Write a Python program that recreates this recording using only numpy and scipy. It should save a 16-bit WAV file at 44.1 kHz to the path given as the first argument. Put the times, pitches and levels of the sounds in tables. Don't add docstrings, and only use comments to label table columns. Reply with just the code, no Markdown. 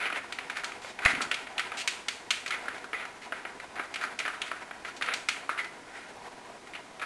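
import sys
import numpy as np
from scipy import signal
from scipy.fft import rfft, irfft, next_fast_len
from scipy.io import wavfile
from scipy.ndimage import map_coordinates

SR = 44100
rng = np.random.default_rng(int(sys.argv[2]) if len(sys.argv) > 2 else 0)


def pcm_store(signal):
    levels = np.round(np.clip(np.atleast_2d(signal), -1, 1) * 32767)
    wavfile.write(sys.argv[1], SR, levels.astype(np.int16).T)


N = 310905
SPAN = 8192
CLOCK = np.arange(SPAN) / SR


def amp(db):
    return 10 ** (np.asarray(db) / 20)


def unit(x):
    return x / np.sqrt(np.mean(x ** 2) + 1e-20)


def along(points, hz):
    f, v = np.transpose(points)
    return np.interp(np.log(hz + 1), np.log(f), v)


def wobble(rate):
    knots = rng.standard_normal(int(N * rate / SR) + 4)
    return map_coordinates(knots, [np.arange(N) * rate / SR])


def hump(middle, half):
    return np.exp(-((np.arange(N) / SR - middle) / half) ** 2)


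def add(track, s, sound):
    start = max(round(s * SR), 0)
    part = sound[:max(N - start, 0)]
    track[start:start + len(part)] += part


def resonance(hz, centre, width):
    return 1j * hz * width / (centre ** 2 - hz ** 2 + 1j * hz * width)


def body(modes, hz):
    return sum(amp(db) * resonance(hz, centre, width) for centre, width, db in modes)


def causal(points):
    cepstrum = irfft(np.log(amp(along(points, np.fft.rfftfreq(SPAN, 1 / SR)))))
    cepstrum[1:SPAN // 2] *= 2
    cepstrum[SPAN // 2 + 1:] = 0
    return np.exp(rfft(cepstrum))


def filtered(x, response):
    size = next_fast_len(len(x) + SPAN)
    return irfft(rfft(x, size) * response(np.fft.rfftfreq(size, 1 / SR)), size)[:len(x)]


# (frequency [Hz], time to fade by 60 dB [s])
ROOM_DECAY = [(200, 0.33), (800, 0.56), (2000, 0.46), (5500, 0.43), (11000, 0.53)]


def in_room(direct, radiated, tail_db, early_db, early_t60=0.03, build=0.0066):
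    hz, t, z = signal.stft(rng.standard_normal(SR // 2), SR, nperseg=256)
    tail = signal.istft(z * amp(-60 * t / along(ROOM_DECAY, hz)[:, None]), SR)[1]
    t = np.arange(len(tail)) / SR
    tail *= 1 - np.exp(-t / build)
    early = rng.standard_normal(len(t)) ** 3 * amp(-60 * t / early_t60) * (t > .005)
    tail_part = amp(tail_db) * tail / np.linalg.norm(tail)
    early_part = amp(early_db) * early / np.linalg.norm(early)
    heard = signal.fftconvolve(radiated, tail_part + early_part)
    heard[:SPAN] += direct
    return heard


# (frequency [Hz], relative level [dB])
BACKGROUND_TONE = [(20, -8), (60, -5.5), (150, -4.5), (280, 3), (700, -5), (1300, -3), (3000, -10),
                   (6000, -14), (10000, -18.5), (11400, -36.5), (13000, -55)]


def background(level_db=-53):
    return amp(level_db) * unit(filtered(rng.standard_normal(N), lambda hz: amp(along(BACKGROUND_TONE, hz))))


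# (time [s], relative level [dB])
WEIGHT_SHIFTS = [(1.059, -5), (1.19, -1.5), (1.28, -9.5), (1.4, -51)]


def boards(level_db=-48, low_hz=230, width_hz=340):
    s, db = np.transpose(WEIGHT_SHIFTS)
    swell = amp(np.interp(np.arange(N) / SR, s, db, left=-120, right=-120))
    grumble = unit(filtered(rng.standard_normal(N), lambda hz: resonance(hz, low_hz, width_hz) ** 2))
    return amp(level_db) * swell * grumble


# (frequency [Hz], width [Hz], relative level [dB])
SHELL_MODES = [(1570, 760, -1.5), (1611, 38, 3), (1952, 91, 8), (2190, 75, 17), (2444, 230, 16.5),
               (2890, 780, 14), (3750, 1800, 14), (4740, 85, -5)]
# (frequency [Hz], relative level [dB])
CLICK_TONE = [(1500, -39.5), (3500, 6), (4500, 9), (5400, 4), (6600, 4), (8000, 1), (9400, -3),
              (10400, -53), (11300, -20), (13000, -29.5)]
# (frequency [Hz], relative level [dB])
KNOCK_TONE = [(60, -31), (170, -23), (280, -6), (500, -3), (700, 1.5), (900, -4), (1150, -7.5), (1800, -42)]
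PING_HZ, PING_DB = 10130, -25


def shell_colours():
    hz = np.fft.rfftfreq(SPAN, 1 / SR)
    ping = resonance(hz, PING_HZ, 820) ** 2
    return body(SHELL_MODES, hz), causal(CLICK_TONE), causal(KNOCK_TONE), ping


CUT_ON_HZ = 1294


def plastic(force, grit, ring_hz, click_db, knock_db, colours, sharpness=1.9, shell_share=0.3, softness=1.37):
    hz = np.fft.rfftfreq(SPAN, 1 / SR)
    shell, click, knock, ping = colours
    spot = resonance(hz, ring_hz, ring_hz / sharpness) * resonance(hz, ring_hz, ring_hz * 5.0)
    ratio = hz / (softness * ring_hz)
    spot = spot / (1 - ratio ** 2 + 1j * np.sqrt(2) * ratio)
    cut_on = resonance(hz, CUT_ON_HZ, 240) * 1j * hz
    responses = np.array([spot * cut_on * (1 + shell_share * shell), click, knock, ping])
    parts = irfft(rfft(np.array([force, grit, force, grit])) * responses)
    parts /= np.linalg.norm(parts, axis=1, keepdims=True)
    return amp([0, click_db, knock_db, PING_DB]) @ parts


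SOFT_CLICK_DB, HARD_CLICK_DB = -31, 3.5
SOFT_KNOCK_DB, HARD_KNOCK_DB = -4.5, -23.5
USUAL_DB, KNOCK_GIVE = -36, 0.71


def touch(db, hardness):
    click_db = SOFT_CLICK_DB + hardness * (HARD_CLICK_DB - SOFT_CLICK_DB)
    knock_db = SOFT_KNOCK_DB + hardness * (HARD_KNOCK_DB - SOFT_KNOCK_DB)
    return click_db, knock_db - KNOCK_GIVE * np.clip(db - USUAL_DB, -8, 6)


SPIN_DB, SPIN_T60_S = -12, 0.83


def spin():
    kicks = np.zeros(N)
    for s, db, ring_hz, hardness in BLOWS:
        add(kicks, s, [amp(db + SPIN_DB) ** 2 * max(1 - hardness, 0)])
    kept_per_sample = amp(-60 / (SPIN_T60_S * SR)) ** 2
    return np.sqrt(signal.lfilter([1], [1, -kept_per_sample], kicks))


JOINT_HALF_S = 0.017
GLIDE_S, GLIDE_HALF_S, GLIDE_DB = 6, 0.13, -46.5
# (time [s], relative level [dB])
ROLL_PACE = [(0.0, -41.5), (0.31, -47.5), (0.94, -46), (1.2, -40), (1.35, -46), (1.8, -44.5), (2.16, -48.5),
             (2.63, -45), (3.65, -47.5), (4.12, -45), (4.69, -49.5), (4.97, -47), (5.91, -48),
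             (6.36, -46.5), (6.6, -50), (7.05, -48.5)]
# (time [s], swell of the rumble [dB])
JOINT_BUMPS = [(6.17, 6), (6.28, 4), (6.5, 5)]
# (frequency [Hz], width [Hz], relative level [dB])
CHANNEL_MODES = [(269.4, 8.6, -7.5), (407.5, 49, -9), (488, 12, -6), (734, 255, -5), (958, 47, -5.5)]
# (frequency [Hz], relative level [dB])
RUB_TONE = [(500, -19), (1100, -5.5), (1400, 7.5), (1950, 1), (2300, -6.5), (3000, -12.5), (5000, -18),
            (10000, -13.5), (12000, -67)]


def rolling(rumble_db=-3.0, rub_db=-5, bumps_per_s=70, bump_share=0.31):
    pace = amp(np.interp(np.arange(N) / SR, *np.transpose(ROLL_PACE)))
    joints = amp(sum(db * hump(s, JOINT_HALF_S) for s, db in JOINT_BUMPS))
    bumps = unit(rng.standard_normal(N) * (rng.random(N) < bumps_per_s / SR))
    friction = rng.standard_normal(N) * amp(2.8 * wobble(40))
    stir = friction + bump_share * bumps
    rumble = unit(filtered(stir, lambda hz: body(CHANNEL_MODES, hz) * resonance(hz, 500, 2400)))
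    rub = unit(filtered(friction, lambda hz: amp(along(RUB_TONE, hz)) * (1 + 0.95 * body(SHELL_MODES, hz))))
    glide = amp(GLIDE_DB) * hump(GLIDE_S, GLIDE_HALF_S)
    rubbing = np.linalg.norm([amp(rub_db) * pace, spin(), glide], axis=0)
    return amp(rumble_db) * pace * joints * rumble + rubbing * rub


# (time [s], peak level [dB], pitch [Hz], time to fade by 60 dB [s])
LANDINGS = [(1.0576, -23, 70, 0.012), (1.135, -34.5, 263, 0.042), (1.18, -36.5, 270, 0.086),
            (1.217, -47, 292, 0.044), (1.271, -40, 287, .04)]


def thumps():
    out = np.zeros(N)
    for s, db, hz, t60 in LANDINGS:
        push = np.sin(2 * np.pi * hz * CLOCK) * amp(-60 * CLOCK / t60)
        add(out, s, amp(db) * push / np.max(push))
    return out


# (time [s], length [s], relative level [dB], ring pitch [Hz], hardness [0 to 1])
STROKES = [(0, 0.074, -31, 2060, 0.34), (0.146, 0.03, -38, 2010, 0.37), (0.554, .044, -37.5, 1970, .5),
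           (0.815, 0.095, -48.5, 2300, 0.86), (1.018, 0.052, -34.5, 1750, 0.4),
           (1.069, 0.023, -47, 1950, 0), (1.215, 0.0072, -28.5, 2780, 0.89), (1.77, .048, -35, 2920, 0.84),
           (2.508, 0.042, -33, 2080, 0.42), (2.934, 0.1, -39, 2080, 0.3), (3.215, 0.04, -45, 2250, 0.66),
           (3.76, 0.055, -38.5, 1750, 0.26), (4.013, 0.033, -33.5, 1620, 0.5),
           (4.461, 0.022, -39.5, 2040, 0.63), (4.847, 0.05, -40.5, 1890, 0.57),
           (4.964, 0.0095, -45.5, 2750, 0.95), (5.072, 0.07, -33, 2040, 0.15),
           (5.576, 0.026, -31, 1970, 0.39), (6.735, 0.025, -39.5, 2330, 0.48),
           (7.015, 0.017, -31, 1740, 0.35)]


def scuffs(colours, level_db=-2, slips_per_s=2500, release=0.015, rub_share=1.0, knock_trim_db=-3):
    out = np.zeros(N)
    for s, length, db, ring_hz, hardness in STROKES:
        click_db, knock_db = touch(db, hardness)
        rise = np.minimum(CLOCK / (0.028 * length), 1)
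        swell = rise * np.exp(-np.maximum(CLOCK - length, 0) / release)
        slips = unit(rng.standard_normal(SPAN) * (rng.random(SPAN) < slips_per_s / SR))
        friction = swell * (slips + rub_share * rng.standard_normal(SPAN))
        stroke = plastic(friction, friction, ring_hz, click_db, knock_db + knock_trim_db, colours)
        gain = amp(db + level_db) * np.sqrt(length * SR)
        add(out, s, gain * in_room(stroke, stroke, tail_db=-9.5, early_db=-16))
    return out


# (time [s], relative level [dB])
SINGING_BLOWS = [(.055, -39), (1.0605, -15), (1.091, -38), (2.523, -29), (2.945, -28.5), (4.2, -37),
                 (5.088, -38), (5.591, -26)]
# (frequency [Hz], typical relative level [dB], time to fade by 60 dB [s])
BALL_MODES = [(1920, -24, 0.48), (2007, -6, 0.2), (2094, 8.5, 0.019), (2050, -15, 0.21), (3450, -46, 0.051),
              (6740, -23, 0.065)]


def ball_ring(level_db=0, attack=0.0011):
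    out = np.zeros(N)
    for s, db in SINGING_BLOWS:
        ring = np.zeros(SPAN)
        for hz, level, t60 in BALL_MODES:
            fade = amp(level + rng.normal(0, 1) - 60 * CLOCK / t60)
            ring += fade * np.sin(2 * np.pi * hz * CLOCK)
        ring *= 1 - np.exp(-CLOCK / attack)
        add(out, s, amp(db + level_db) * in_room(ring, ring, tail_db=-8, early_db=-29))
    return out


BUZZ_T60_S = 0.028
HARD_BUZZ = 0.54


def buzz_t60(hardness):
    return BUZZ_T60_S * (1 + HARD_BUZZ * hardness)


# (time [s], relative level [dB], ring pitch [Hz],
# hardness [0 = padded paw to 1 = bare ball or claw])
BLOWS = [(.055, -31, 2150, 0.14), (0.1, -33, 1600, 0.35), (0.125, -33, 2200, 0.28), (.159, -33.5, 2130, .3),
         (0.323, -35.5, 2350, 0.79), (0.386, -33, 2320, .5), (.498, -32, 1980, 0.53),
         (0.569, -34, 1990, 0.65), (.635, -35, 1570, 0.45), (.643, -35.5, 2560, 0.93),
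         (0.719, -40.5, 2100, 0.54), (0.846, -41.5, 2020, 0.072), (.989, -35.5, 2040, .45),
         (1.05, -23.5, 2420, 0.68), (1.058, -19, 1950, 0.23), (1.061, -26.5, 2180, .2),
         (1.149, -33, 2300, .5), (1.206, -30, 1400, 0.092), (1.313, -26, 2630, 0.6),
         (1.342, -32.5, 2540, 0.8), (1.469, -40.5, 2010, 0.47), (1.58, -29, 2970, 0.65),
         (1.594, -27.5, 2050, 0.64), (1.718, -34, 1870, 0.29), (1.875, -25.5, 2540, 0.88),
         (2.083, -29, 2500, 0.88), (2.305, -23.5, 2800, 0.83), (2.312, -32.5, 3040, 0.86),
         (2.461, -33, 2240, 0.65), (2.477, -38.5, 2550, 0.92), (2.506, -31, 2170, 0.66),
         (2.522, -37, 1990, 0.38), (2.656, -42, 1620, 0.38), (2.682, -30, 1810, 0.28),
         (2.78, -49.5, 1790, 0.8), (2.842, -40.5, 1460, .55), (2.931, -32, 2060, 0.15),
         (3.052, -38, 1870, 0.51), (3.322, -31.5, 1820, 0.028), (3.451, -35.5, 1800, 0.056),
         (3.599, -40, 1930, 0.56), (3.756, -45, 1560, 0.64), (3.795, -32.5, 1740, .02),
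         (3.94, -35.5, 2400, 0.77), (3.958, -32.5, 2300, 0.61), (4.011, -37, 1840, 0.45),
         (4.037, -31, 1620, 0.41), (4.049, -39, 1700, 0.53), (4.189, -32, 2380, 0.82),
         (4.2, -30.5, 2400, 0.54), (4.252, -31.5, 1920, 0.2), (4.26, -32, 1850, .35),
         (4.278, -29.5, 1450, 0.37), (4.417, -29.5, 3300, 0.71), (4.514, -31, 1480, 0.23),
         (4.71, -38.5, 1900, 0.093), (4.848, -38, 1970, 0.27), (5.011, -33.5, 1560, 0.36),
         (5.022, -28, 2320, 0.59), (5.06, -39, 1970, 0.72), (5.086, -30.5, 2150, 0.099),
         (5.137, -33.5, 2500, 0.97), (5.286, -24, 2400, 0.77), (5.492, -27, 1440, 0.067),
         (5.509, -55, 1570, 0.36), (5.591, -44, 2010, 0.63), (5.644, -41.5, 2020, 0.7),
         (6.671, -48, 2150, 0.63), (6.752, -41, 2580, 0.44), (6.996, -41.5, 2400, 0.53),
         (7.021, -38.5, 1550, 0.5)]


def hits(colours, level_db=26, push_share=0.94, bounce_share=0.73, bounce_gap=0.0023, rise=0.00029,
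         click_trim_db=-2, knock_trim_db=0):
    out = np.zeros(N)
    tap = signal.unit_impulse(SPAN)
    for s, db, ring_hz, hardness in BLOWS:
        click_db, knock_db = touch(db, hardness)
        t60 = buzz_t60(hardness)
        fade = amp(-60 * CLOCK / t60)
        buzz = rng.standard_normal(SPAN) * fade * (1 - np.exp(-CLOCK / rise))
        force = t60 / 0.021 * buzz / np.linalg.norm(buzz) - push_share * tap
        gaps = rng.uniform(0.542, 1.5, size=5) * bounce_gap
        rebounds = (np.cumsum(gaps) * SR).astype(int)
        force[rebounds] += bounce_share * fade[rebounds] * rng.choice([-1, 1], size=5)
        timbre = ring_hz, click_db + click_trim_db, knock_db + knock_trim_db, colours
        direct = plastic(force, buzz, *timbre)
        radiated = plastic(tap, tap, *timbre)
        blow = in_room(direct, radiated, tail_db=-4.0, early_db=-11)
        add(out, s + 0.00055, amp(db + level_db) * blow)
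    return out


def scene():
    colours = shell_colours()
    floor = background() + boards() + thumps()
    toy = rolling() + scuffs(colours) + ball_ring() + hits(colours)
    return (floor + toy)[None]


TOP_HZ = 13100
# (frequency [Hz], gain [dB])
TOP_TREBLE = [(10400, 0.5), (11300, 9.5), (11900, 1), (13000, -2)]


def record(dry):
    return filtered(dry[0], lambda hz: amp(along(TOP_TREBLE, hz)) * (hz < TOP_HZ))[None]


dry = scene()
out = record(dry)
pcm_store(out)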